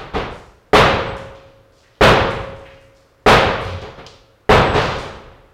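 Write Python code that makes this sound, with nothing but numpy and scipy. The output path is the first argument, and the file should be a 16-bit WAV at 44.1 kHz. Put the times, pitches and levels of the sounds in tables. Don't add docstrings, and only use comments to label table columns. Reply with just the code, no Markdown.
import sys
import numpy as np
from scipy import signal
from scipy.fft import rfft, irfft
from scipy.io import wavfile
from scipy.ndimage import uniform_filter1d

SR = 44100
rng = np.random.default_rng(int(sys.argv[2]) if len(sys.argv) > 2 else 0)


def master(y):
    cut = np.clip(np.atleast_2d(y).T, -1, 1)
    pcm = np.round(cut * 32767)
    wavfile.write(sys.argv[1], SR, pcm.astype(np.int16))


N = 243873
TIME = np.arange(N) / SR
# (frequency [Hz], t60 [s])
HALL_T60 = [(40, 1.27), (120, 1.087), (450, 0.96), (1200, 0.94), (3500, 0.88), (7000, 0.6), (14000, 0.52)]


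def bangs():
    # (time [s], hall level [dB], tilt [dB/octave], thump gain [dB], panel gain [dB], decay [x hall's])
    blows = [(0.732, -1.5, 0.1, 2, -0.5, 1.0), (2.009, -0.5, -0.2, -2.5, 0.5, 0.98),
             (3.262, -0.9, 0.14, 1, -2, 1.02), (4.4923, -2, -0.97, 0.5, -5, 0.95)]
    # (frequency [Hz], level [dB])
    boom_modes = [(484, -22.5), (527, -22), (790, -27), (958, -27.5), (1245, -19.5), (1443, -24),
                  (1621, -31), (2088, -33), (2621, -31), (2982, -35), (3266, -38.5)]
    # (frequency [Hz], level [dB], t60 [s])
    panel_modes = [(111.7, -30.5, 2.2), (276, -42.5, 2.53), (464, -32.5, 1.7), (543.7, -15, 1.52),
                   (1090, -40, 1.4), (1276, -34, 1.2)]
    out, t = np.zeros(N), TIME[:2 * SR]
    common = blow_noise(0)
    boom = ring([(hz, db, 0.69 * along(HALL_T60, hz)) for hz, db in boom_modes], t)
    boom *= 1 - np.exp(-t / 0.029)
    contact = 1 - np.exp(-t / 0.0011)
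    panel = ring(panel_modes, t)
    for start, db, tilt_db, thump_db, panel_db, stretch in blows:
        hall = undb(-1.5) * die_away(repeat_blow(common, tilt_db), stretch, build_s=0.015) + boom
        metal = undb(thump_db) * thump(t) + undb(panel_db) * panel
        add(out, start, undb(db) * hall + contact * metal)
    return out


def thump(t):
    # (frequency [Hz], level [dB], t60 [s])
    body_modes = [(105, -24, 0.38), (298.4, -8.5, 0.093), (424.4, -4, 0.15), (498, -10.5, 0.14),
                  (746, -8.5, 0.14), (1262, -17, 0.11), (1880, 1.5, 0.0086)]
    detune = 1 + 0.023 * rng.standard_normal(len(body_modes))
    return ring([(hz * d, db, t60) for (hz, db, t60), d in zip(body_modes, detune)], t)


def blow_noise(tilt_db):
    # (frequency [Hz], relative density [dB])
    blow_spectrum = [(15, -23.5), (28, -3), (120, 0), (175, -4), (290, -8), (450, 1.5), (620, -3),
                     (1250, -3.5), (1700, -8.5), (3700, -14.5), (5200, -25.5), (8000, -38.5),
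                     (15000, -54.5)]
    return brighten(noise(lambda hz: along(blow_spectrum, hz), size=2 * SR), tilt_db)


def repeat_blow(common, tilt_db, alike_hz=900):
    hz = np.fft.rfftfreq(len(common), 1 / SR)
    same = 1 / (1 + (hz / alike_hz) ** 1.3)
    spectrum = np.sqrt(same) * rfft(common) + np.sqrt(1 - same) * rfft(blow_noise(0))
    return brighten(irfft(spectrum), tilt_db)


def knocks():
    # (time [s], level [dB], tilt [dB/octave], thump gain [dB], build-up [s], decay [x hall's])
    contacts = [(-0.03, -27, -0.35, -26, 0.008, 0.85), (0.134, -14.5, -0.7, -9, 0.02, 0.7),
                (3.817, -29.5, -1, -21, 0.00853, 0.65), (3.974, -32.5, -1, -28.5, 0.01, 0.65),
                (4.738, -11.5, -0.5, -6.5, 0.018, 1.1)]
    out, t = np.zeros(N), TIME[:SR // 2]
    for start, db, tilt_db, thump_db, build_s, stretch in contacts:
        add(out, start, undb(db) * die_away(blow_noise(tilt_db), stretch, build_s))
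        add(out, start + build_s, undb(thump_db) * thump(t) * (1 - np.exp(-t / 0.009)))
    return out


def judder(start_s=3.61, hz=93.6, db=-23.5):
    out = np.zeros(N)
    envelope = swell(attack_s=0.13, hold_s=0.023, release_s=0.04)
    add(out, start_s, undb(db) * envelope * tone(hz, waver=0.024))
    return out


def click(start_s=4.064, centre_hz=3830, octaves=0.58):
    # (frequency [Hz], level [dB], t60 [s])
    part_modes = [(3000, -38, 0.07), (3160, -39, 0.05), (4834, -42, 0.07)]
    out = np.zeros(N)
    snap = rub(db=-28.5, centre_hz=centre_hz, length_s=0.0045, octaves=octaves)
    wash = noise(lambda hz: -5 * (np.log2(hz / centre_hz) / octaves) ** 2, size=SR)
    hall = undb(-43) * die_away(wash, stretch=0.81, build_s=0.006)
    add(out, start_s, snap + ring(part_modes, TIME[:SR]) + hall)
    return out


def scuffs():
    # (time [s], level [dB], band centre [Hz], length [s])
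    strokes = [(0.303, -50.5, 5200, 0.064), (1.164, -44.5, 5400, 0.024), (1.348, -44.5, 3200, 0.021),
               (1.83, -48.5, 1900, 0.024), (2.3, -39.5, 5500, 0.019), (2.654, -33.5, 1900, 0.015),
               (2.801, -59.5, 5960, 0.032), (3.6, -47.5, 6300, 0.035), (3.627, -34.5, 3130, 0.057),
               (3.814, -37, 3480, 0.01), (3.985, -38, 2400, 0.011), (4.736, -26, 3380, 0.082),
               (4.983, -38.5, 4700, 0.027)]
    out = np.zeros(N)
    for start, db, centre_hz, length_s in strokes:
        add(out, start, rub(db, centre_hz, length_s))
    return in_hall(out, wet_db=-1, stretch=0.93)


def rub(db, centre_hz, length_s, octaves=0.67, grain_db=3.0, ripple_db=1.8):
    t = TIME[:SR]
    ripple = ripple_db * unit(uniform_filter1d(rng.standard_normal(SR // 2 + 1), size=120))
    hiss = noise(lambda hz: ripple - 6 * (np.log2(hz / centre_hz) / octaves) ** 2, size=SR)
    roughness = unit(uniform_filter1d(rng.standard_normal(SR), size=90))
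    grit = unit(undb(grain_db * roughness))
    stroke = np.sqrt(t / length_s) * np.exp(-t / length_s)
    return undb(db) * hiss * grit * stroke


def squeaks(hz=7920):
    # (time [s], hold [s], level [dB])
    slips = [(1.055, 0.025, -61), (2.21, 0.22, -76), (4.492, 0.05, -46), (4.63, 0.1, -52.5),
             (4.99, 0.13, -72)]
    out = np.zeros(N)
    for start, hold_s, db in slips:
        envelope = swell(attack_s=0.025, hold_s=hold_s, release_s=0.06)
        add(out, start, undb(db) * envelope * tone(hz, waver=0.0015))
    return out


def shuffle(start_s=1.42, end_s=2.98, count=10, db=-55.5, spread_octaves=0.45):
    out, gap_s = np.zeros(N), (end_s - start_s) / count
    for k, (late, softer_db, high) in enumerate(rng.uniform(-1, 1, (count, 3))):
        stroke = rub(db - softer_db, centre_hz=4000 * 2 ** (spread_octaves * high), length_s=0.054)
        add(out, start_s + gap_s * (k + (1 + late) / 2), stroke)
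    return in_hall(out, wet_db=-3.5, stretch=0.9)


def in_hall(x, wet_db, stretch):
    echo = die_away(rng.standard_normal(SR), stretch, build_s=0.01)
    return x + undb(wet_db) * signal.fftconvolve(x, echo / np.linalg.norm(echo))[:N]


def die_away(x, stretch, build_s, bands=12):
    t, hz = TIME[:len(x)], np.maximum(np.fft.rfftfreq(len(x), 1 / SR), 1)
    centres = np.geomspace(40, 14000, bands)
    spectrum, out = rfft(x), 0
    for centre, pick in zip(centres, np.eye(bands)):
        band = irfft(spectrum * np.interp(np.log(hz), np.log(centres), pick), len(x))
        rise = 1 - np.exp(-t / (build_s * (0.5 + centre / (centre + 1500))))
        t60 = stretch * along(HALL_T60, centre)
        out = out + band * rise * undb(-60 * t / t60)
    return out


def air(db=-55):
    # (frequency [Hz], relative density [dB])
    air_spectrum = [(15, -19), (35, -10.5), (110, -10.5), (200, -21.5), (500, -13), (800, -22.5),
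                    (1300, -20.5), (2200, -30), (5000, -38.5), (9000, -47.5), (15000, -50)]
    return undb(db) * noise(lambda hz: along(air_spectrum, hz), size=N)


def ring(modes, t):
    return sum(undb(db - 60 * t / t60) * np.sin(2 * np.pi * hz * t) for hz, db, t60 in modes)


def tone(hz, waver):
    wander = noise(lambda f: -40 * np.log10(1 + f / 20), size=SR)
    return np.sin(2 * np.pi * np.cumsum(hz * (1 + waver * wander)) / SR)


def swell(attack_s, hold_s, release_s):
    return np.interp(TIME[:SR], np.cumsum([0, attack_s, hold_s, release_s]), [0, 1, 1, 0])


def noise(colour_db, size):
    hz = np.maximum(np.fft.rfftfreq(size, 1 / SR), 1)
    phases = np.exp(2j * np.pi * rng.random(len(hz)))
    return unit(irfft(undb(colour_db(hz)) * phases, size))


def brighten(x, tilt_db):
    hz = np.fft.rfftfreq(len(x), 1 / SR)
    gain = undb(tilt_db * np.log2(np.maximum(hz, 100)))
    return unit(irfft(rfft(x) * gain, len(x)))


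def along(points, hz):
    f, value = np.transpose(points)
    return np.interp(np.log(hz), np.log(f), value)


def add(out, start_s, sound):
    i = int(round(start_s * SR))
    sound = sound[max(-i, 0):max(N - i, 0)]
    out[max(i, 0):max(i, 0) + len(sound)] += sound


def undb(db):
    return 10 ** (np.asarray(db) / 20)


def unit(x):
    return x / np.sqrt(np.mean(x ** 2))


def scene():
    return (bangs() + knocks() + scuffs() + shuffle() + click() + judder() + squeaks() + air())[None]


def record(dry, ceiling=0.7, lift_hz=8500, top_hz=15800):
    clipped = np.clip(dry, -ceiling, ceiling)
    treble = signal.sosfiltfilt(signal.butter(2, lift_hz, "high", fs=SR, output="sos"), clipped)
    top_cut = signal.ellip(8, .1, 60, top_hz, fs=SR, output="sos")
    return signal.sosfiltfilt(top_cut, clipped + undb(-8) * treble)


dry = scene()
out = record(dry)
master(out)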